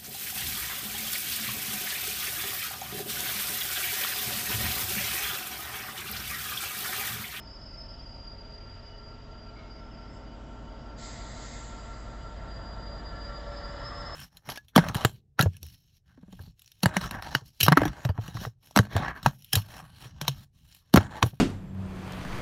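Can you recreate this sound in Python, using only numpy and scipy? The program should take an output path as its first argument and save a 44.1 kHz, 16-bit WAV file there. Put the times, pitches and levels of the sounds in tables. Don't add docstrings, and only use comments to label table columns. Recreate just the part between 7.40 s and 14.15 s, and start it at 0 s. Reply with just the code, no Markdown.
import sys
import numpy as np
from scipy import signal
from scipy.fft import rfft, irfft, next_fast_len
from scipy.io import wavfile
from scipy.ndimage import uniform_filter1d, map_coordinates

SR = 44100
rng = np.random.default_rng(int(sys.argv[2]) if len(sys.argv) > 2 else 0)


def master_out(mix):
    frames = np.transpose(np.atleast_2d(mix))
    ceiling = np.clip(frames, -1, 1)
    pcm = np.round(ceiling * 32767).astype(np.int16)
    wavfile.write(sys.argv[1], SR, pcm)


def invert_db(x):
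    u = np.asarray(x, float) / 20
    return 10 ** u


N = 297675
TIME = np.arange(N) / SR


def unit(x):
    return x / np.sqrt(np.mean(np.abs(x) ** 2) + 1e-20)


def along(points, hz):
    f, v = np.transpose(points)
    return np.interp(np.log(hz + 1), np.log(f + 1), v)


def curves(rows):
    s, *cols = np.transpose(rows)
    return [np.interp(TIME, s, c) for c in cols]


def wobble(rate):
    knots = rng.standard_normal(int(N * rate / SR) + 4)
    return map_coordinates(knots, [TIME * rate])


def filtered(x, response):
    m = next_fast_len(N + SR // 2)
    return irfft(rfft(x, m) * response(np.fft.rfftfreq(m, 1 / SR)), m)[:N]


def rush(spectrum, patchy_db):
    z = signal.stft(rng.standard_normal(N), nperseg=512)[2]
    field = uniform_filter1d(rng.standard_normal(z.shape), size=6, axis=0)
    field = uniform_filter1d(field, size=14, axis=1)
    noise = signal.istft(z * invert_db(patchy_db * unit(field)), nperseg=512)[1][:N]
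    return unit(filtered(noise, lambda hz: invert_db(along(spectrum, hz))))


def sing(hz, rough, smear_hz):
    share = np.clip(rough, 0, 1)
    place = np.cumsum(7 * smear_hz * np.ones(N)) / SR
    knots = rng.standard_normal((2, 4000))
    knots = uniform_filter1d(uniform_filter1d(knots, size=4, axis=1), size=3, axis=1)
    in_phase, quadrature = [map_coordinates(k, [place % 3999], order=1) for k in knots]
    scatter = unit(in_phase + 1j * quadrature)
    turning = np.exp(2j * np.pi * np.cumsum(hz * np.ones(N)) / SR)
    return np.sqrt(2) * np.real((np.sqrt(1 - share) + np.sqrt(share) * scatter) * turning)


def burst(s, rise, hold, db, fall_db):
    since = TIME - s
    falling = invert_db(db - fall_db * np.clip(since - rise - hold, 0, None))
    return falling * np.clip(since / rise, 0, 1) ** 2


def bursts(rows):
    return np.sqrt(sum(burst(*row) ** 2 for row in rows) + 1e-14)


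def heard(near, levels, nulls):
    gains = []
    for (far_db, near_db), dips in zip(levels, nulls):
        lost_db = sum(depth_db * np.exp(-((TIME - s) / width) ** 2) for s, width, depth_db in dips)
        gains.append(invert_db(far_db + near * (near_db - far_db) - lost_db))
    return gains


def crank():
    return 5.7630 - .00290 * TIME + .0009 * np.sin(2 * np.pi * (TIME - 1.1) / 6.75)


def exhaust_throb(turns, near):
    # far_db, near_db
    throb_levels = [(-52, -60.5), (-58, -49), (-50, -42.5)]
    # start_s (centre), width_s, depth_db
    throb_nulls = [
        [(0, .15, 9), (3.22, 0.37, 14)],
        [(2.5, .5, 0)],
        [(1.6, 0.44, 6), (6.9, 0.63, 5)],
    ]
    gains = heard(near, throb_levels, throb_nulls)
    return sum(gain * np.sqrt(2) * np.cos(2 * np.pi * k * turns) for k, gain in zip((6, 7, 9), gains))


def gear_mesh(shaft, turns, near):
    # far_db, near_db
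    mesh_levels = [(-63, -64), (-65.5, -59.5), (-62.5, -59.5), (-61.5, -55.5)]
    # start_s (centre), width_s, depth_db
    mesh_nulls = [
        [(.3, 0.63, 8.5), (4.08, .25, 7.5), (6.2, .4, 6)],
        [(0, 0.32, 7.5), (2.3, 0.6, 12), (3.66, 0.31, 11), (4.6, 0.29, 14)],
        [(1.6, 1, 11), (3.3, 0.42, 3.5), (4.6, 0.1, 1.5)],
        [(.2, 0.76, 5.5), (2.95, 0.36, 8.5), (4.6, 0.36, 1.5)],
    ]
    gains = heard(near, mesh_levels, mesh_nulls)
    lines = [gain * sing(k * shaft, .003 * k ** .8, 6) for k, gain in zip((73, 96, 158, 237), gains)]
    runout = np.cos(2 * np.pi * (turns - .09))
    return lines[0] + lines[1] + (1 + 0.26 * runout) * lines[2] + (1 + 0.59 * runout) * lines[3]


def clear_orders(turns, near):
    order_numbers = (3, 8, 10, 13, 15, 16, 20, 21, 23, 28, 40, 43, 44, 57, 79, 83, 85, 89, 111, 114, 117,
                     120, 122, 156, 160, 234, 239)
    # far_db, near_db
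    order_levels = [(-61.5, -60), (-65.5, -64), (-60.5, -62), (-64, -69), (-61.5, -55), (-61, -60),
                    (-65.5, -63), (-80, -60.5), (-63, -63), (-68.5, -61), (-64, -62), (-68.5, -60),
                    (-70, -68), (-73.5, -68.5), (-76.5, -63.5), (-94, -69), (-86, -65), (-82, -67),
                    (-69, -71), (-73, -70), (-74, -76.5), (-71.5, -73.5), (-79.5, -62), (-69.5, -66.5),
                    (-69, -68), (-70.5, -60.5), (-75.5, -72.5)]
    clear = np.zeros(N)
    for k, (far_db, near_db) in zip(order_numbers, order_levels):
        gain = invert_db(far_db + near * (near_db - far_db) + 1.6 * wobble(1.4))
        clear += gain * np.sqrt(2) * np.cos(2 * np.pi * (k * turns + rng.random()))
    return clear


def casing_comb(shaft, turns, near):
    # pitch_hz, level_db (each order)
    casing_levels = [(20, -85), (60, -76), (90, -73), (150, -72), (300, -76.5), (430, -87), (680, -76),
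                     (800, -83), (1300, -87.5), (1500, -83), (2000, -120)]
    comb, size = np.zeros(N), 4096
    sizes = invert_db(along(casing_levels, np.arange(size // 2 + 1) * shaft[0]))
    for part in range(3):
        phasors = rng.standard_normal(len(sizes)) + 1j * rng.standard_normal(len(sizes))
        pattern = irfft(sizes * phasors) * size / 2
        wave = np.interp(turns % 1 * size, np.arange(size + 1), np.append(pattern, pattern[0]))
        comb += wobble(0.783) / np.sqrt(3) * wave
    return invert_db(4.54 * near) * comb


def engine():
    shaft = crank()
    turns = np.cumsum(shaft) / SR
    near = np.clip((TIME - 1.5) / 3.74, -.3, 1.05)
    return (exhaust_throb(turns, near) + gear_mesh(shaft, turns, near)
            + clear_orders(turns, near) + casing_comb(shaft, turns, near))


def exhaust_roar(exposure_db):
    # pitch_hz, level_db (per Hz)
    rumble_spectrum = [(15, -22.5), (30, 0.5), (45, -1.5), (70, -1.5), (95, 3.5), (130, -3.5), (250, -7),
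                       (400, -10.5), (520, -19.5), (700, -63.5)]
    # pitch_hz, level_db (per Hz)
    drone_spectrum = [(380, -23), (500, 3), (580, 7), (680, 6.5), (740, -4), (850, -11), (1000, -43)]
    puff = 1 + 0.048 * np.cos(2 * np.pi * np.cumsum(crank()) / SR)
    rumble = invert_db(-54 + 0.39 * exposure_db) * rush(rumble_spectrum, patchy_db=0.3)
    drone = invert_db(-62 + .55 * exposure_db) * rush(drone_spectrum, patchy_db=1.4)
    return puff * (rumble + drone)


def machinery(exposure_db):
    # pitch_hz, level_db (per Hz)
    machinery_spectrum = [(400, -27.5), (700, 2), (1000, 0.5), (1250, 1.5), (1500, -1.5), (1800, -0.5),
                          (2050, -3.5), (2300, -23), (2700, -18), (3300, -49)]
    return invert_db(-63 + exposure_db) * rush(machinery_spectrum, patchy_db=1.0)


def draught():
    # pitch_hz, level_db (per Hz)
    draught_spectrum = [(1300, -25.5), (1800, 13), (2100, -3.5), (2300, -24), (2750, -29.5), (3200, 2.5),
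                        (3600, 4.5), (4100, 3), (4600, -3.5), (5600, -12), (6300, -12), (7300, -3.5),
                        (7900, -14.5), (8600, -59.5)]
    full_view_s = 4.95
    facing = np.clip((TIME - 3.2) / (full_view_s - 3.2), 0, 1) ** 2
    level_db = -63.5 + 5 * (TIME - full_view_s)
    return facing * invert_db(level_db) * rush(draught_spectrum, patchy_db=1.0)


def rolling():
    # pitch_hz, level_db (per Hz)
    rolling_spectrum = [(1500, -22.5), (2000, 1.5), (2500, 2.5), (3300, 2), (4000, -3.5), (4600, -3.5),
                        (5300, -6), (6000, -9.5), (7300, -10.5), (7800, -17), (8100, -33.5), (8600, -51)]
    return invert_db(-65 + 0.38 * wobble(0.17)) * rush(rolling_spectrum, patchy_db=1.5)


def roar():
    # start_s, level_db
    exposure_points = [
        (0, -0.5),
        (1.75, 4),
        (2.5, -2.5),
        (3.05, -0.5),
        (4.0, 10),
        (4.5, 8),
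        (6.0, 10),
        (6.25, 14.5),
        (6.75, 17),
    ]
    exposure_db, = curves(exposure_points)
    return exhaust_roar(exposure_db) + machinery(exposure_db) + draught() + rolling()


def squeal(grip, hz, smear_hz):
    return grip * invert_db(0.5 * wobble(25)) * sing(hz, .72, smear_hz)


def low_flange():
    # start_s, rise_s, hold_s, level_db, release_db_per_s
    low_squeals = [(-.07, 0.17, 0.96, -53, 7.5), (.845, .035, 0.02, -48, 149),
                   (1.08, 0.024, 0.036, -50, 104), (1.45, 0.032, 0.088, -56.5, 30),
                   (1.92, 0.11, .08, -59.5, 90), (2.26, 0.038, 0.03, -56, 100),
                   (2.42, 0.074, 0.16, -64, 30), (5.06, 0.07, 0.87, -53, 80), (6.1, 0.05, 0.07, -52.5, 60),
                   (6.33, 0.034, .02, -51, 150), (6.45, .05, 0.022, -53.5, 50)]
    along_rail = np.clip((TIME - 1) / 3.4, 0, 1)
    smear_hz = 60 + along_rail * (27.8 - 60)
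    hz = 4799 + 12 * np.cos(2 * np.pi * TIME / 6)
    first = burst(*low_squeals[0]) * invert_db(-10.5 * np.clip(TIME - 1.8, 0, None))
    idle = invert_db(-64) * np.clip((TIME - 2.9) / 0.46, .4, 1)
    grip = np.hypot(np.hypot(first, bursts(low_squeals[1:])), idle)
    return squeal(grip, hz, smear_hz)


def high_flange():
    # start_s, rise_s, hold_s, level_db, release_db_per_s
    high_squeals = [
        (-.5, 0.86, 0.17, -51.5, 55),
        (1.2, 0.17, .1, -69.5, 30),
        (2.12, 0.25, 0.39, -66.5, 88.5),
        (3.2, .15, .05, -77, 100),
        (5.5, 0.35, 0.12, -71, 26),
        (5.85, .36, .05, -57.5, 58),
        (6.35, 0.093, .32, -48.5, 100),
    ]
    # start_s, pitch_hz, smear_hz
    high_mode = [
        (0, 5180, 40),
        (.6, 5190, 55),
        (2.2, 5150, 50),
        (2.6, 5160, 65),
        (2.8, 5240, 65),
        (5.2, 5190, 40),
        (6.2, 5150, 55),
        (6.42, 5174, 30),
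        (6.75, 5176, 22),
    ]
    return squeal(bursts(high_squeals), *curves(high_mode))


def weak_wheel_modes():
    # middle_s, length_s, pitch_hz, smear_hz, level_db
    weak_modes = [(3.2, 4, 3240, 8.5, -74), (1.53, .045, 2950, 22, -60), (2.93, .04, 2965, 14, -63),
                  (3.27, .04, 2965, 14, -63), (0.76, .7, 4180, 28, -74), (6.25, .1, 4503, 10, -67),
                  (3.9, .5, 4470, 37, -74.5), (.25, .45, 5430, 22, -70), (3.5, 4, 5380, 50, -76),
                  (2.2, 3, 5900, 14, -82.5), (5.7, .3, 4610, 20, -76), (6.3, .5, 2030, 13, -65),
                  (6.55, .2, 1206, 13, -51), (6.6, 0.31, 1130, 60, -52), (6.4, 0.16, 5090, 30, -62.5)]
    faint_db = -72 + (-65.5 + 72) * np.clip((TIME - 5.1) / 1.5, 0, 1)
    song = invert_db(faint_db + 0.5 * wobble(5.3)) * sing(2958, rough=0.94, smear_hz=40.46)
    for middle, length, hz, smear_hz, db in weak_modes:
        turning = np.exp(2j * np.pi * hz * TIME)
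        scatter = unit(wobble(3 * smear_hz) + 1j * wobble(3 * smear_hz))
        if length < .13:
            scatter = .8 + .6 * scatter
        swell = invert_db(db + 1.5 * wobble(3)) * np.exp(-((TIME - middle) / length) ** 2)
        song += swell * np.real(scatter * turning)
    return song


def flanges():
    return low_flange() + high_flange() + weak_wheel_modes()


def valve():
    # start_s, rise_s, hold_s, level_db (jet), release_db_per_s
    air_puffs = [
        (2.66, 0.091, 0.022, -70, 249),
        (2.8, 0.21, .1, -75, 20),
        (3.56, 0.028, .35, -56, 24),
        (3.58, 0.047, 0.061, -52.5, 60),
        (3.85, 0.17, 0.13, -53.5, 35.5),
        (4.3, 0.18, .1, -66, 18.5),
    ]
    # pitch_hz, level_db (per Hz)
    jet_spectrum = [(4300, -37.5), (5000, -2.5), (5800, -6.5), (6500, 0), (7300, 5), (7800, 0.5),
                    (8200, -16), (8500, -17), (9000, -37)]
    # pitch_hz, level_db (per Hz)
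    body_spectrum = [(2300, -20.5), (2800, -10.5), (3200, -3), (3900, 2), (4400, -0.5), (4800, 0),
                     (5300, -10), (5900, -19.5), (6800, -39.5)]
    # pitch_hz, level_db (per Hz)
    pipe_spectrum = [(1000, -20), (1500, -12), (1800, 1), (2100, 4), (2300, -7), (2600, -7), (3200, -61.5)]
    blow_off = air_puffs[2:]
    blowing = bursts(blow_off)
    filling = np.clip((TIME - blow_off[0][0]) / 0.042, 0, 1)
    pipe = filling * invert_db(-56) * (blowing / blowing.max()) ** 0.63
    seep = burst(2.0, .5, 0.3, -68, 60)
    return (bursts(air_puffs) * rush(jet_spectrum, patchy_db=1.4)
            + blowing * invert_db(-1) * rush(body_spectrum, patchy_db=1.7)
            + np.hypot(pipe, seep) * rush(pipe_spectrum, patchy_db=2.0))


def coupling():
    # start_s, level_db
    clanks = [
        (2.153, -66),
        (2.18, -63.5),
        (2.25, -70),
        (2.35, -70.5),
    ]
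    # pitch_hz, level_db, t60_s
    steel_modes = [(1220, -18, .5), (1263, 7, 0.45), (1460, 1, 0.74), (1890, -7, .3), (2165, 10, .4),
                   (2290, -4, 0.42), (2300, 3, 0.26), (2900, -11, .3), (3600, -7, .3), (4060, -2, 0.3)]
    out, t = np.zeros(N + SR), np.arange(SR // 2) / SR
    dull = signal.butter(3, [500, 3800], "bandpass", fs=SR)
    for s, db in clanks:
        drift = np.cumsum(rng.standard_normal((len(steel_modes), len(t))), axis=1) * .05
        ring = np.zeros(len(t))
        for (hz, level, t60), phase in zip(steel_modes, drift):
            decay = invert_db(level + rng.normal(0, 1.9) - 60 * t / t60)
            ring += decay * np.sin(2 * np.pi * hz * t + phase)
        crack = 3.1 * invert_db(-60 * t / 0.56) * signal.lfilter(*dull, rng.standard_normal(len(t)))
        out[round(s * SR):][:len(t)] += invert_db(db) * (ring + crack) * (1 - np.exp(-t / 0.0049))
    return out[:N]


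def blower():
    # start_s, rise_s, hold_s, level_db, release_db_per_s
    blade_surges = [
        (5.42, 0.081, 0.024, -49.5, 150),
        (5.62, .25, .85, -50.5, 23),
        (5.95, 0.16, .03, -46, 90),
    ]
    since = TIME - blade_surges[0][0]
    on = np.clip(since / 0.1, 0, 1) * invert_db(2.5 * wobble(8))
    blade_hz = 576.3 * (1 + 0.000774 * wobble(6))
    tones = bursts(blade_surges) * sing(blade_hz, rough=0.043, smear_hz=8.3)
    tones += on * invert_db(-65 + 8.5 * since) * sing(2 * blade_hz, rough=0.97, smear_hz=12)
    tones += on * invert_db(-60.5) * sing(3 * blade_hz, rough=.6, smear_hz=16)
    tones += on * invert_db(-73.5) * sing(4 * blade_hz, rough=.4, smear_hz=14)
    return tones


def scene():
    return (engine() + roar() + flanges() + valve() + coupling() + blower())[None]


def top_cut(x):
    return signal.sosfilt(signal.butter(12, 8970, fs=SR, output="sos"), x)


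def record(dry):
    band = filtered(dry[0], lambda hz: (hz < 8540) / (1 + (hz / 8380) ** 50))
    return top_cut(band[None])


dry = scene()
out = record(dry)
master_out(out)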